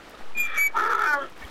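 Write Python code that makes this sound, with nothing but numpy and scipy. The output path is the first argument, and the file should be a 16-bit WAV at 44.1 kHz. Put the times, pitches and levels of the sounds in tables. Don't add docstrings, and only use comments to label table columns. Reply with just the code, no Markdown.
import sys
import numpy as np
from scipy import signal
from scipy.fft import rfft, irfft
from scipy.io import wavfile
from scipy.ndimage import uniform_filter1d

SR = 44100
rng = np.random.default_rng(int(sys.argv[2]) if len(sys.argv) > 2 else 0)


def magnitude_from_level(level_db):
    exponent = np.asarray(level_db, float) / 20
    return 10 ** exponent


def output_pcm(signal):
    pcm = np.clip(np.atleast_2d(signal).T, -1, 1) * 32767
    wavfile.write(sys.argv[1], SR, np.round(pcm).astype(np.int16))


N = 66150


def evened(x):
    return x / np.sqrt(np.mean(x ** 2) + 1e-20)


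def steadied(x, share, size=200):
    return x * (uniform_filter1d(evened(x) ** 2, size=size) + 0.059) ** (-share / 2)


def read(points, hz):
    f, value = np.transpose(points)
    return np.interp(np.log(hz + 1), np.log(f + 1), value)


def curve(rows, size=1):
    rows = np.array(rows)
    return np.interp(np.arange(N) / SR, rows[:, 0], rows[:, size])


def level(rows, size=1):
    t = np.arange(N) / SR
    edge = np.clip(np.minimum(t - rows[0][0], rows[-1][0] - t) * 200, 0, 1)
    return magnitude_from_level(curve(rows, size=size)) * edge


def wander(top_hz):
    lowpass = np.exp(-(np.fft.rfftfreq(N, 1 / SR) / top_hz) ** 2)
    return evened(irfft(rfft(rng.standard_normal(N)) * lowpass, N))


def coloured(x, points):
    return irfft(rfft(x) * magnitude_from_level(read(points, np.fft.rfftfreq(N, 1 / SR))), N)


def resonate(x, hz, width):
    turn = np.exp(2j * np.pi * np.cumsum(hz * np.ones(N)) / SR)
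    r = np.exp(-np.pi * abs(width) / SR)
    return 2 * (turn * signal.lfilter([(1 - r) ** 2], [1, -2 * r, r * r], x / turn)).real


def throat(drive, shape):
    return [magnitude_from_level(db) * resonate(drive, hz, width) / np.sqrt(abs(width)) for hz, width, db in shape]


# time_s, pitch_hz, level_db
WHISTLE = [
    [(.345, 2440, -54), (.353, 2440, -35), (.365, 2436, -34.5), (.375, 2420, -27.5), (.405, 2419, -23),
     (.436, 2395, -28.5), (.455, 2385, -26), (.478, 2372, -36), (.52, 2350, -42)],
    [(.545, 2345, -39), (.562, 2320, -34), (.584, 2283, -21.5), (.636, 2281, -20.5), (.652, 2298, -24),
     (.668, 2283, -20), (.679, 2275, -26), (.692, 2290, -46), (.735, 2287, -56)],
]
# time_s, level_db, top_resonance_db, middle_resonance_db
RUSH = [(.36, -50, 12, -1), (.385, -51.5, 16, 1), (.418, -45, 10, 0), (.428, -36.5, 2, -12),
        (.47, -35.5, 4.5, -2), (.56, -31, 5.5, 0), (.586, -26.5, -16, -3), (.605, -37.5, 0, 1),
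        (.72, -52, -14, 3.5)]
# centre_hz, width_hz, level_db
THROAT_IN = [(920, 600, -13.5), (1310, 122, 3), (1770, 420, 6), (2420, 190, -3), (3390, 260, -9)]


def hee():
    wobble_hz, wobble_db, faint_wobble_db, octave_db = 12.8, 1.06, 1.5, -8.5
    rows = WHISTLE[0] + WHISTLE[1]
    phase = 2 * np.pi * np.cumsum(curve(rows) + wobble_hz * wander(top_hz=119)) / SR
    between = abs(np.arange(N) / SR - .52) < .07
    faint = np.clip(-(curve(rows, size=2) + 30) / 8, 0, 1) * between
    gain = level(rows, size=2) * magnitude_from_level((wobble_db + faint_wobble_db * faint) * wander(top_hz=91))
    whistle = np.sqrt(2) * gain * (np.sin(phase) + magnitude_from_level(octave_db) * gain * np.sin(2 * phase))
    parts = throat(rng.standard_normal(N) * magnitude_from_level(1.2 * wander(top_hz=150)), THROAT_IN)
    parts[2] = parts[2] * magnitude_from_level(curve(RUSH, size=3))
    parts[-1] = parts[-1] * magnitude_from_level(curve(RUSH, size=2))
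    return whistle + evened(sum(parts)) * level(RUSH)


# time_s, level_db, second_resonance_db
ROAR = [(.73, -53, 14), (.748, -26, 5), (.764, -18.5, 3), (.79, -22, -0.5), (.87, -19.5, -4),
        (.96, -23.5, -3.5), (1.05, -19, -5.5), (1.075, -16.5, -16), (1.1, -53, -17)]
# centre_hz, width_hz, level_db
THROAT_OUT = [(398, 56, -17), (900, 124, -11), (1325, 190, 0), (1676, 170, -8.5), (2130, 340, -19),
              (3400, 380, -27.5)]
# time_s, first_hz, second_hz, fourth_db
LOWER_DRIFT = [(.74, 420, 900, -8), (.77, 410, 945, -6), (.81, 378, 935, 0), (.845, 385, 920, 1),
               (.88, 435, 905, 2), (.925, 440, 930, 2), (.96, 420, 950, -8), (1.02, 415, 865, 0),
               (1.09, 410, 880, 0)]
# time_s, third_hz, fourth_hz, first_db
UPPER_DRIFT = [(.74, 1220, 1700, -15), (.78, 1305, 1715, 1.5), (.82, 1310, 1776, 2), (.88, 1336, 1690, 2),
               (.93, 1315, 1670, 4.5), (1.0, 1350, 1705, -1), (1.09, 1360, 1624, -6)]
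# time_s, strength_db
FLAPS = [(0.758, -9.5), (0.768, -5.5), (0.775, -2), (0.788, -1), (.797, 2.5), (0.808, -1), (0.823, -4.5),
         (0.839, -3.5), (0.853, -6), (0.864, -5), (.877, -7), (.898, -5), (0.907, -4), (0.917, -7.5),
         (.923, -2), (0.933, 4), (0.949, -0.5), (.955, -0.5), (0.969, -5.5), (.983, -3.5), (0.995, 1.5),
         (1.01, -10), (1.021, -1.5), (1.03, -13.5), (1.041, -2.5), (1.049, -14), (1.059, -9.5),
         (1.068, -13)]


def roar():
    folds_hz, jitter, noise_share = 442.4, .06, .72
    flap_s, between_db, steady, low_steady = .0038, -11, .7, .7
    turns = np.cumsum(folds_hz * (1 + jitter * wander(top_hz=159.0))) / SR
    folds = sum(np.cos(2 * np.pi * k * turns) for k in range(1, 10))
    puffs = (0.47 + np.exp(-(turns % 1) / 0.19)) * rng.standard_normal(N)
    drive = (1 - noise_share) * evened(folds) + noise_share * evened(puffs)
    low = [(curve(LOWER_DRIFT, size=k + 1), width, db)
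           for k, (_, width, db) in enumerate(THROAT_OUT[:2])]
    high = [(curve(UPPER_DRIFT, size=k + 1), width, db)
            for k, (_, width, db) in enumerate(THROAT_OUT[2:4])]
    parts = throat(evened(puffs), low) + throat(drive, high + THROAT_OUT[4:])
    t = np.arange(N) / SR
    chop = magnitude_from_level(between_db) + sum(magnitude_from_level(db) * np.exp(-((t - s) / flap_s) ** 2) for s, db in FLAPS)
    parts[0] = steadied(parts[0], low_steady, size=500) * magnitude_from_level(curve(UPPER_DRIFT, size=3))
    parts[1] = steadied(parts[1], low_steady, size=300) * magnitude_from_level(curve(ROAR, size=2))
    parts[2] = steadied(parts[2], steady) * chop
    parts[3] = parts[3] * magnitude_from_level(curve(LOWER_DRIFT, size=3)) * np.sqrt(chop)
    parts[4] = parts[4] * np.sqrt(chop)
    parts[5] = parts[5] * np.sqrt(chop)
    return evened(coloured(sum(parts), [(180, -27), (330, -16)])) * level(ROAR)


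# time_s, pitch_hz, level_db, mouth (0 open, 1 nearly shut, 2 reopened)
NOTE = [(1.055, 305, -31, 0), (1.076, 303, -22.5, 0), (1.11, 296.5, -20.5, .1), (1.124, 292.5, -23, .25),
        (1.14, 288, -19, .35), (1.16, 284, -26, .7), (1.188, 279.5, -28, 1), (1.203, 277, -34, 1),
        (1.222, 274, -29, 2), (1.248, 270, -46, 2)][:]
# multiple, level_db
OPEN = [(1, -21), (2, -25), (3, -2), (4, -7), (5, 7.5), (6, -6), (7, -17), (8, -9), (9, -48)]
# multiple, level_db
SHUT = [(1, -17), (2, 2.5), (3, -8), (4, 2.5), (5, -5), (6, -5), (7, -14), (8, -40), (9, -40)]
# multiple, level_db
REOPENED = [(1, -6), (2, -2), (3, -14), (4, -5), (5, 6.5), (6, 0), (7, -22), (8, -43), (9, -34)]
# time_s, level_db
SIGH = [(1.06, -50), (1.09, -42), (1.15, -41), (1.2, -43), (1.222, -36), (1.25, -38), (1.28, -46),
        (1.31, -66)]
# centre_hz, width_hz, level_db
THROAT_END = [(370, 110, -3), (600, 160, -3), (1000, 200, -14), (1340, 220, 0), (1680, 220, -5),
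              (3200, 350, -11)]


def note():
    jitter, shimmer_db, rise_s = .009, 1.4, 0.0056
    turns = np.cumsum(curve(NOTE) * (1 + jitter * wander(top_hz=143))) / SR
    mouth = np.clip(curve(NOTE, size=3), 0, 2)
    gains = [magnitude_from_level(np.interp(mouth, range(3), [a, b, c]) + shimmer_db * wander(top_hz=41.6))
             for (_, a), (_, b), (_, c) in zip(OPEN, SHUT, REOPENED)]
    stack = sum(g * np.cos(2 * np.pi * (k + 1) * turns - 0.305 * k * k)
                for k, g in enumerate(gains))
    stack = stack / np.sqrt(uniform_filter1d(sum(g ** 2 for g in gains), size=1500) / 2)
    rise = np.clip((np.arange(N) / SR - NOTE[0][0]) / rise_s, 0, 1)
    puffs = (0.75 + np.exp(-(turns % 1) / 0.73)) * rng.standard_normal(N)
    breath = evened(coloured(sum(throat(puffs, THROAT_END)), [(150, -30), (300, -17)]))
    return stack * rise * level(NOTE, size=2) + breath * level(SIGH)


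def banks(x):
    echo_db, t60_s, density, first_s = -19, .15, .05, .008
    t = np.arange(SR // 2) / SR
    signs = rng.choice([-1., 1.], len(t)) * (rng.random(len(t)) < density)
    taps = signs * magnitude_from_level(-60 * t / t60_s) * (t > first_s)
    return magnitude_from_level(echo_db) * signal.fftconvolve(x, taps / np.linalg.norm(taps))[:N]


def bubble(hz, t60_s):
    t = np.arange(3000) / SR
    ring = np.sin(2 * np.pi * hz * t * (1 + 0.52 * t))
    return ring * magnitude_from_level(-60 * t / t60_s) * np.minimum(t / 0.00058, 1)


# start_s, peak_db, pitch_hz, t60_s
PLOPS = [
    (.138, -36, 646, 0.037),
    (0.141, -39, 1246, 0.066),
    (.151, -36.5, 3720, 0.01),
    (.209, -29.5, 770, 0.014),
    (0.361, -46.5, 214, 0.4),
    (.375, -47, 295, 0.17),
    (.535, -36, 810, 0.034),
    (.575, -32, 625, 0.031),
    (1.321, -27, 900, 0.0054),
    (1.318, -44, 160, .04),
]


def plops():
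    out = np.zeros(N)
    for s, db, hz, t60_s in PLOPS:
        at = round(s * SR)
        out[at:at + 3000] += (magnitude_from_level(db) * bubble(hz, t60_s))[:N - at]
    return out


# centre_s, peak_db, pitch_hz, half_length_s
GURGLES = [
    (1.41, -47, 1105, 0.0055),
    (1.427, -38, 1800, 0.0075),
    (1.427, -42, 2234, .008),
    (1.441, -41.5, 2240, 0.0056),
    (1.442, -44, 1870, 0.011),
    (1.474, -49, 1230, .006),
    (1.451, -38.5, 3200, .0015),
]


def gurgles():
    t = np.arange(N) / SR
    return sum(magnitude_from_level(db) * np.sin(2 * np.pi * hz * (t - s)) * np.exp(-((t - s) / half_s) ** 2)
               for s, db, hz, half_s in GURGLES)


def thud():
    start_s, peak_db, pitch_hz, half_s = 1.45, -34.5, 60.3, 0.0095
    u = np.arange(N) / SR - start_s
    return magnitude_from_level(peak_db) * np.cos(2 * np.pi * pitch_hz * u) * np.exp(-(u / half_s) ** 2)


# start_s, peak_db
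SPRAY = [(0.0942, -37), (0.1074, -39), (1.296, -41), (1.3204, -49), (1.3764, -43), (1.3924, -43),
         (1.4104, -45), (1.4244, -44), (1.4386, -37.5), (1.4507, -37), (1.4634, -43), (1.4795, -42),
         (1.4954, -47)]


def spray():
    half_s, gain_db, bright_hz = .003, -15, 7000
    t = np.arange(N) / SR
    gate = sum(magnitude_from_level(db + gain_db) * np.exp(-((t - s - half_s) / half_s) ** 2) for s, db in SPRAY)
    return gate * evened(coloured(rng.standard_normal(N), [(1500, -25), (bright_hz, 0)]))


# freq_hz, level_db_per_hz
STREAM = [(25, 2.5), (60, 0.5), (150, -9), (230, -2), (1300, -4.5), (3720, -14), (9000, -27), (15500, -34)]


def stream():
    wash_db, babble_db, bubbles_per_s = -48, -52.5, 500
    surge_s, surge_rise_s, surge_db = 1.438, 0.024, 5
    wash = evened(coloured(rng.standard_normal(N) * magnitude_from_level(1.6 * wander(top_hz=24)), STREAM))
    size = magnitude_from_level(3.3 * np.minimum(rng.exponential(1, N), 3)) * (rng.random(N) < bubbles_per_s / SR)
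    kind, pitches_hz = rng.integers(0, 24, N), np.geomspace(300, 6000, 24)
    babble = 0
    for k, hz in enumerate(pitches_hz):
        ring = bubble(hz, 16 / hz) * magnitude_from_level(read(STREAM, hz)) * hz
        babble = babble + signal.oaconvolve(size * (kind == k), ring)[:N]
    t = np.arange(N) / SR
    surge = magnitude_from_level(surge_db / (1 + np.exp(-(t - surge_s) / surge_rise_s)))
    return magnitude_from_level(wash_db) * wash * surge + magnitude_from_level(babble_db) * evened(babble)


def scene():
    donkey = hee() + roar() + note()
    water = plops() + gurgles() + thud() + spray() + stream()
    return (donkey + banks(donkey) + water)[None]


# freq_hz, level_db
BUZZ = [(3000, -11), (4600, -5.5), (5900, 5.5), (7000, -0.5), (9200, -2), (11300, 12.5), (13500, 9.5),
        (15500, 3)]


def overload(x):
    knee, soft_knee, slew_tilt, offset = 0.045, .004, 0.89, .002
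    fast = coloured(x, [(230, -20 * slew_tilt), (2300, 0), (3000, 6.0), (6000, -14)]) + offset
    excess = soft_knee * np.logaddexp(0, (abs(fast) - knee) / soft_knee)
    over = np.sign(fast) * excess * np.tanh((fast / knee) ** 2)
    return coloured(over, [(1500, -70)] + BUZZ)


def diaphragm_push():
    start_s, peak_db, rise_s, leak_s = .198, -23.7, .065, .5
    u = np.maximum(np.arange(N) / SR - start_s, 0)
    return -magnitude_from_level(peak_db) * (np.exp(-u / leak_s) - (1 + u / rise_s) * np.exp(-2 * u / rise_s))


def roll_off(x):
    return signal.sosfilt(signal.butter(12, 15600, fs=SR, output="sos"), x)


def record(dry):
    x = dry[0]
    mix = (x + overload(x) + diaphragm_push())[None]
    return roll_off(mix)


dry = scene()
out = record(dry)
output_pcm(out)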